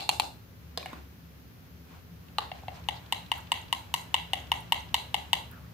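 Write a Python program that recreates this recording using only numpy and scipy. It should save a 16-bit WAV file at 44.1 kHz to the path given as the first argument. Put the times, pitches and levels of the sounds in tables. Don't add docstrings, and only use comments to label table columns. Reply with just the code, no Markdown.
import sys
import numpy as np
from scipy import signal
from scipy.io import wavfile

SR = 44100
rng = np.random.default_rng(int(sys.argv[2]) if len(sys.argv) > 2 else 0)


def transcribe(u):
    v = np.clip(np.atleast_2d(u).T, -1, 1)
    q = np.round(v * 32767).astype(np.int16)
    wavfile.write(sys.argv[1], SR, q)


def boost(x):
    u = np.asarray(x, float) / 20
    return 10 ** u


N = 252693
RUN_IN = 4410
EDGES_HZ = 25 * 2 ** (np.arange(30) / 3.1)
BANK = [signal.butter(2, edges, "band", fs=SR, output="sos") for edges in zip(EDGES_HZ, EDGES_HZ[1:])]

# (time [s], wall ring [dB], dish pitch [Hz], dish level [dB], blade edge level [dB])
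STIR_TAPS = [(2.887, -15.5, 862, -21, -35.5), (3.1243, -14.5, 907, -21, -29.5),
             (3.3168, -13.5, 917, -19.5, -32), (3.5187, -12.5, 926, -18.5, -29.5),
             (3.7271, -13, 946, -19.5, -29.5), (3.9402, -14, 962, -20, -26), (4.1428, -9.5, 920, -18, -28),
             (4.3337, -13.5, 787, -22.5, -33.5), (4.5177, -11.5, 910, -17, -33),
             (4.7222, -9.5, 920, -16, -27), (4.9432, -10.5, 922, -18.5, -24.5),
             (5.1434, -13.5, 854, -19.5, -31), (5.3314, -8.5, 916, -18, -25)]


def rms_one(x):
    return x / np.sqrt(np.mean(x ** 2) + 1e-20)


def at_hz(points, hz):
    points = np.array(points)
    return np.interp(np.log(hz), np.log(points[:, 0]), points[:, 1])


def bands(white, shape, from_hz):
    centres_hz = np.sqrt(EDGES_HZ[1:] * EDGES_HZ[:-1])
    return sum(shape(hz, signal.sosfilt(BANK[k], white[k % 2]))
               for k, hz in enumerate(centres_hz) if hz > from_hz)


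def pair(mid_side, alike):
    alike = np.clip(alike, -1, 1)
    mid = np.sqrt(1 + alike) * mid_side[0]
    side = np.sqrt(1 - alike) * mid_side[1]
    return mid + side * [[1], [-1]]


def resonance(x, hz, width_hz):
    r = np.exp(-np.pi * width_hz / SR)
    numerator = np.array([1, 0, -1]) * (1 - r * r) / 2
    return signal.lfilter(numerator, [1, -2 * r * np.cos(2 * np.pi * hz / SR), r * r], x)


def add(out, sound, time_s):
    at = RUN_IN + round(time_s * SR)
    out[:, at:at + sound.shape[1]] += sound[:, :out.shape[1] - at]


def swells(rows):
    t = np.arange(N) / SR
    power = 0
    for time_s, db, length_s in rows:
        hump = np.cos(np.pi * np.clip((t - time_s) / length_s, -.5, .5)) ** 2
        power = power + (boost(db) * hump) ** 2
    return power


def air():
    # (frequency [Hz], density [dB per Hz])
    hiss_colour = [(76, -51), (130, -30), (176, -8), (202, -31), (268, -19), (296, -39), (452, -8),
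                   (859, -62), (1230, -21.5), (6030, -30.5), (8140, -58), (14000, -18.5), (15800, -38.5)]
    # (frequency [Hz], left-right likeness [-1..1])
    likeness = [(60, 1), (150, 0.99), (380, -0.074), (950, -0.67), (2380, -0.1), (5980, -0.16),
                (15000, -0.11)]
    # (frequency [Hz], width [Hz], level [dB])
    duct_tones = [(169.3, 5.9, -59.5), (253.5, 18.3, -65.5), (6200, 250, -106)]
    # (frequency [Hz], width [Hz], level [dB])
    rumble_tones = [(71.8, 6.5, 1.8), (96.5, 28.5, 2), (119.5, 19, -3.5)]
    # (time [s], level [dB])
    rumble_swell = [(0.0, -48.5), (0.8, -52.5), (2.2, -51.5), (2.6, -48), (3.4, -51.5), (4.5, -47),
                    (5.73, -48)]
    hiss_db = -59
    white = rng.standard_normal((2, 2, N + RUN_IN))

    def colour(hz, v):
        return boost(at_hz(hiss_colour, hz)) * pair(v, at_hz(likeness, hz))

    def tone(hz, width_hz, db):
        noise = rng.standard_normal((2, N + RUN_IN))
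        return boost(db) * rms_one(resonance(noise, hz, width_hz))

    out = boost(hiss_db) * rms_one(bands(white, colour, from_hz=130))
    for hz, width_hz, db in duct_tones:
        out += pair(tone(hz, width_hz, db), at_hz(likeness, hz))
    rumble = pair(sum(tone(*row) for row in rumble_tones), 0.91)
    rumble = signal.sosfilt(signal.butter(4, 52, "high", fs=SR, output="sos"), rumble)
    t = (np.arange(N + RUN_IN) - RUN_IN) / SR
    swell_db = np.interp(t, *np.transpose(rumble_swell))
    balance_db = [[.5], [-.5]]
    return (out + boost(swell_db) * rms_one(rumble)) * boost(balance_db)


def ring(modes, level_db, rise_s, scale=0.98, blur=2.35):
    t = np.arange(2600) / SR
    out = 0
    luck = rng.standard_normal((len(modes), 3)) * [.008, .3, 1.5]
    damping = np.array([[1], [1], [blur]])
    for k, (hz, db, t60_s, pan_db, lead, room_db) in enumerate(modes):
        detune, shift, extra_db = luck[k]
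        half_lead = .5 * (lead + shift)
        phase = np.array([[half_lead], [-half_lead], [np.pi * k]])
        facing_db = np.array([[.5 * pan_db], [-.5 * pan_db], [room_db]])
        envelope = boost(db + extra_db + facing_db - 60 * damping * t / t60_s)
        out = out + envelope * np.sin(2 * np.pi * hz * scale * (1 + detune) * t + phase)
    out = out * (1 - np.exp(-t / rise_s)) ** 2
    return boost(level_db) * out / np.abs(out[:2].mean(axis=0)).max()


def crack(level_db, t60_s, colour):
    t = np.arange(1400) / SR
    white = rng.standard_normal((2, 3, 1400)) * boost(-60 * t / t60_s)
    white[:, 2] = (t == 0) * np.sqrt(np.sum(white[0, 0] ** 2)) * [[1], [-1]]

    def shape(hz, v):
        return boost(at_hz(colour, hz)) * np.vstack([pair(v, 0.19), v[2:]])

    burst = bands(white, shape, from_hz=colour[0][0])
    return boost(level_db) * burst / np.abs(burst[:2].mean(axis=0)).max()


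def taps(events, wall, rim, colour, waist_db, rim_db, crack_room_db):
    # (multiple of dish pitch [ratio], level [dB], t60 [s], left-right [dB], left lead [rad], room [dB])
    dish_modes = [(.6, -3, 0.015, -2, .1, -1), (.86, -24, 0.033, 2, .1, 12),
                  (1.0, 15.5, 0.021, -0.5, 0.076, 1.5), (1.12, -7.5, 0.045, 22.5, 0.077, -2),
                  (1.3, -17.5, 0.051, 13, .3, 12.5)]
    # (frequency [Hz], level [dB], t60 [s], left-right [dB], left lead [rad], room [dB])
    waist_modes = [(1862, -20, 0.06, 32, 0.23, 1.6), (2030, 14.5, 0.013, -5, 0.31, 2.4),
                   (2094, 1.5, 0.027, 31.5, 0.71, 0.66), (2202, -2.5, 0.032, 29, 0.27, 3.4)]
    out = np.zeros((3, N + RUN_IN))
    for time_s, wall_db, dish_hz, dish_db, edge_db in events:
        start_s = time_s - .0003
        middle_db = 0.62 * wall_db + 0.34 * dish_db + waist_db
        add(out, ring(wall, wall_db + 4.0, rise_s=0.00029), start_s)
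        add(out, ring(waist_modes, middle_db, rise_s=0.0014, blur=1.8), start_s)
        add(out, ring(rim, edge_db + rim_db, rise_s=0.00039), start_s)
        add(out, ring(dish_modes, dish_db + 3.5, rise_s=0.00056, scale=dish_hz, blur=1.72), start_s)
        steel = crack(edge_db + 7.0, 0.0091, colour)
        add(out, steel * boost([[0], [0], [crack_room_db]]), time_s - .0002)
    return out


def stirred_well():
    # (time [s], wall ring [dB], dish pitch [Hz], dish level [dB], blade edge level [dB])
    nudge_taps = [
        (2.2842, -51, 840, -69, -71),
        (2.5162, -30.5, 733, -30, -59),
        (2.6344, -79, 800, -40.5, -72),
        (2.6823, -31.5, 744, -27, -59),
    ]
    # (frequency [Hz], level [dB], t60 [s], left-right [dB], left lead [rad], room [dB])
    stir_wall = [(2940, 9, 0.0099, 1.6, -0.16, 7.2), (3012, 0, 0.0091, 6.5, 0.27, 9.7),
                 (3100, -5.5, 0.0072, 1.5, -0.18, 2.5), (3395, 2.5, 0.0079, 1, -1.47, 1.6)]
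    # (frequency [Hz], level [dB], t60 [s], left-right [dB], left lead [rad], room [dB])
    nudge_wall = [(1870, -20, 0.012, 0.67, 0.37, 0.065), (2845, -22.5, 0.025, 5.1, .2, -1.5),
                  (3130, -14, 0.0045, 4.6, .6, .2)]
    # (frequency [Hz], level [dB], t60 [s], left-right [dB], left lead [rad], room [dB])
    stir_rim = [(3634, 10.5, 0.0096, -1, 0.014, 1.4), (3920, -8.5, 0.031, -3, 1.4, 6.9),
                (4080, 6, 0.017, 7, 2.1, 5.2), (4410, -21, 0.066, -5, 0.31, 3.9),
                (4880, -4.5, 0.033, 0, 2.1, .2)]
    well = taps(STIR_TAPS, stir_wall, stir_rim, STEEL_COLOUR,
                waist_db=-8.5, rim_db=1.5, crack_room_db=-1.1)
    well = well + taps(nudge_taps, nudge_wall, stir_rim, STEEL_COLOUR,
                       waist_db=-5.0, rim_db=15.0, crack_room_db=.2)
    well = well - 1.1 * resonance(well, 2453, 550)
    well = signal.sosfilt(signal.butter(2, 560, "high", fs=SR, output="sos"), well)
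    return well - 1.03 * resonance(well, 1329, 970)


# (frequency [Hz], density [dB per Hz])
STEEL_COLOUR = [(2940, -43.5), (5000, -44), (5750, 0.5), (7060, 7.5), (7680, -1), (13300, 0),
                (15700, -11.5), (16500, -32)]


def wipes():
    # (time [s], wall ring [dB], dish pitch [Hz], dish level [dB], blade edge level [dB])
    wipe_taps = [
        (-.015, -19.5, 838, -23.5, -24.5),
        (0.0916, -19.5, 840, -19.5, -24.5),
        (0.1981, -20, 874, -19, -26.5),
    ]
    # (frequency [Hz], level [dB], t60 [s], left-right [dB], left lead [rad], room [dB])
    wipe_wall = [(1935, -12, 0.029, -7, 3.8, -0.27), (2335, -12.5, 0.038, -19, 2.5, 1.2),
                 (2465, -1.5, 0.029, 16, 0, 1.2), (2696, 9.5, 0.013, 10, 1.4, -0.96),
                 (2830, 13, 0.02, -2.5, 2.5, -0.3), (3200, -5, 0.023, 26, -1, 2)]
    # (frequency [Hz], level [dB], t60 [s], left-right [dB], left lead [rad], room [dB])
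    wipe_rim = [(3520, -3, 0.028, -11, 0.94, 2.5), (3750, -12, 0.048, -1, 0.69, 0),
                (4000, -5, 0.017, -6, -1.7, 2), (4220, 18, 0.0065, -0.57, 0.05, 2),
                (4410, 3, 0.025, -2, -0.23, -10), (4960, 3, 0.0092, 3, -1.5, -11)]
    # (frequency [Hz], density [dB per Hz])
    wipe_colour = [(4200, -34), (5200, 8), (6000, -1.5), (6700, -13), (7600, 4), (9300, -1), (11000, -2.5),
                   (14000, -6.5), (16500, -25)]
    return taps(wipe_taps, wipe_wall, wipe_rim, wipe_colour,
                waist_db=-24, rim_db=11.0, crack_room_db=1.0)


def touches(out):
    # (time [s], ring level [dB], steel crack level [dB])
    touch_events = [
        (0.775, -19.5, -37.5),
        (0.828, -35.5, -56),
        (0.859, -27, -47),
        (0.931, -30, -55),
        (2.384, -13, -37),
    ]
    # (frequency [Hz], width [Hz], level [dB])
    touched_places = [
        [(491, 82, -2), (710, 110, 0.5), (1080, 110, -4), (1755, 150, -7), (1980, 80, -13), (2630, 280, -14),
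         (2910, 34, -9), (3550, 370, 1.5), (4170, 240, 1), (4700, 140, -26), (4995, 380, 1)],
        [(650, 69, -6), (1116, 52, 0), (2420, 160, -1), (3430, 96, -7), (4000, 190, -11), (4940, 93, -15)],
        [(774, 120, 0), (1770, 110, -8.5), (2270, 130, -5), (2900, 120, -8.5), (3780, 320, -21),
         (4500, 270, -17)],
        [(254, 105, 1), (750, 57, -15), (1075, 160, 2.5), (1460, 78, -6.5), (1930, 110, -13), (2680, 110, -12),
         (3030, 130, -16), (3940, 240, -11)],
        [(470, 33, -10), (868, 84, 7), (1190, 140, 2.5), (1900, 230, -6.5), (2980, 310, 1.5), (4130, 730, 5)],
    ]
    for (time_s, db, crack_db), place in zip(touch_events, touched_places):
        modes = []
        for hz, width_hz, level_db in place:
            strength_db = level_db + 20 * np.log10(width_hz / 100)
            pan_db = rng.normal(0, 1.2)
            lead = hz / 4000 * rng.normal()
            modes.append((hz, strength_db, 2.6 / width_hz, pan_db, lead, .2))
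        add(out, ring(modes, db + 1.5, rise_s=0.00058, blur=1.94), time_s - .0003)
        add(out, crack(crack_db + 7.0, 0.0092, STEEL_COLOUR), time_s - .0002)


def paint_ticks(out):
    # (time [s], peak level [dB])
    tick_events = [
        (3.379, -60),
        (4.6039, -74),
        (5.5132, -60),
    ]
    for time_s, db in tick_events:
        add(out, crack(db + 20.0, 0.013, [(8000, -19), (11000, 4), (15000, 8.0)]), time_s)


def knife():
    out = wipes() + stirred_well()
    touches(out)
    paint_ticks(out)
    return out


def echoes(x):
    # (left delay [s], right delay [s], level [dB])
    surfaces = [(.0037, .0042, -11), (.0071, 0.0061, -16.5), (.0094, 0.0061, -12.5), (.0165, 0.017, -25.5),
                (.0215, .022, -18)]
    out = np.zeros((2, x.shape[1]))
    for k, (left_s, right_s, db) in enumerate(surfaces):
        for side, delay_s in enumerate((left_s, right_s)):
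            lag = round(delay_s * SR)
            out[side, lag:] += (-1) ** k * boost(db) * x[(side + k) % 2, :-lag]
    return out


def room(x):
    # (frequency [Hz], t60 [s])
    decay = [(300, 0.35), (1000, 0.26), (3000, 0.37), (6000, 0.29), (12000, 0.36)]
    # (frequency [Hz], level [dB])
    echo_colour = [(300, -7.5), (850, -14.5), (1400, -15), (2100, -10), (2500, -17), (2900, -24.5),
                   (3600, -14), (4500, -14), (6000, -18.5), (9000, -23), (14000, -23)]
    t = np.arange(30000) / SR
    onset = np.clip((t - .006) / 0.038, 0, 1)

    def shape(hz, v):
        return boost(at_hz(echo_colour, hz) - 60 * t / at_hz(decay, hz)) * pair(v, 0.19)

    tail = bands(rng.standard_normal((2, 2, len(t))), shape, from_hz=200)
    response = onset * tail * boost(-15.5)
    return signal.fftconvolve(x.mean(axis=0)[None], response, axes=1)[:, :x.shape[1]]


def drag():
    # (frequency [Hz], density [dB per Hz])
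    rub_colour = [(290, -46.5), (500, -8), (1180, -3.5), (1220, -11.5), (1330, -6), (2160, -15.5),
                  (2320, -10.5), (9000, -30), (11700, -51), (19800, -120)]
    # (time [s], level [dB])
    contact_level = [(0, -90), (.75, -63.5), (1.1, -67), (2.1, -69), (2.5, -58), (3.1, -57.5), (5.3, -57),
                     (5.73, -62)]
    # (time of peak [s], level [dB], length [s])
    single_strokes = [
        (.93, -52, 0.33),
        (1.94, -56, 0.22),
        (2.58, -55, 0.14),
        (2.77, -52.5, 0.15),
    ]
    sweep_db, sweep_delay_s, sweep_s = -56, 0.053, 0.29
    lift_db, lift_s = -6.5, 0.031
    grains = rng.standard_normal((2, 2, N)) * boost(1.8 * rng.standard_normal(N))
    rub = bands(grains, lambda hz, v: boost(at_hz(rub_colour, hz)) * pair(v, 0.067), from_hz=400)
    lifted = np.sqrt(swells([(tap[0], 0, 2 * lift_s) for tap in STIR_TAPS]))
    contact_db = np.interp(np.arange(N) / SR, *np.transpose(contact_level))
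    contact = boost(contact_db + lift_db * lifted)
    sweeps = [(tap[0] + sweep_delay_s, sweep_db, sweep_s) for tap in STIR_TAPS]
    return np.sqrt(contact ** 2 + swells(single_strokes + sweeps)) * rms_one(rub)


def smears():
    # (time [s], level [dB], frequency [Hz], length [s])
    hiss_smears = [
        (0.802, -50, 2500, .064),
        (0.884, -55, 2200, .07),
        (2.558, -57, 2800, 0.033),
        (2.759, -56, 3460, 0.052),
    ]
    # (time [s], level [dB], frequency [Hz])
    paint_peels = [(2.287, -59, 2850), (2.745, -66, 5460), (2.798, -64, 6500), (3.407, -57, 6950),
                   (3.617, -56, 6920), (4.015, -51, 7060), (4.402, -56, 6500), (4.608, -51.5, 10750),
                   (4.805, -54.5, 6030), (5.668, -60, 1950)]
    # (time [s], level [dB])
    blade_dips = [(2.842, -53.5), (3.064, -53), (3.265, -51.5), (3.473, -50), (3.685, -53), (4.472, -52),
                  (4.68, -57), (4.891, -53)]
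    # (time [s], level [dB], frequency [Hz], length [s])
    squelch_smears = [
        (2.969, -52.5, 4100, .06),
        (3.389, -50, 1350, 0.035),
        (5.537, -51.5, 1410, 0.059),
        (5.574, -56, 1360, .082),
        (5.645, -61, 1190, 0.09),
    ]
    dip_hz, dip_width_hz, dip_s = 3160, 1800, 0.012
    peel_q, peel_s = 6.9, 0.014
    hiss_q, squelch_q = 1.35, 3.5
    rows = [(time_s, db, dip_hz, dip_width_hz, dip_s) for time_s, db in blade_dips]
    rows += [(time_s, db, hz, hz / peel_q, peel_s) for time_s, db, hz in paint_peels]
    rows += [(time_s, db, hz, hz / hiss_q, length_s) for time_s, db, hz, length_s in hiss_smears]
    rows += [(time_s, db, hz, hz / squelch_q, length_s) for time_s, db, hz, length_s in squelch_smears]
    out = np.zeros((2, N + RUN_IN))
    for time_s, db, hz, width_hz, length_s in rows:
        noise = pair(rng.standard_normal((2, 5000)), 0.27)[:, :round(length_s * SR)]
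        for _ in range(2):
            noise = resonance(noise, hz, 1.2 * width_hz)
        smear = boost(db) * rms_one(noise) * np.hanning(noise.shape[1])
        add(out, smear, time_s - length_s / 2)
    return out


def low_pass(x, stop_hz):
    return signal.sosfilt(signal.cheby2(10, 50, stop_hz, fs=SR, output="sos"), x)


def scene():
    contacts = knife()
    far = low_pass(echoes(contacts) + room(contacts[2:]) + air(), 16300)
    near = low_pass(contacts[:2], 17100)
    return (near + far + smears())[:, RUN_IN:] + drag()


def roll_off(x):
    return signal.sosfilt(signal.butter(12, 16960, fs=SR, output="sos"), x)


def record(dry):
    return roll_off(dry)


dry = scene()
out = record(dry)
transcribe(out)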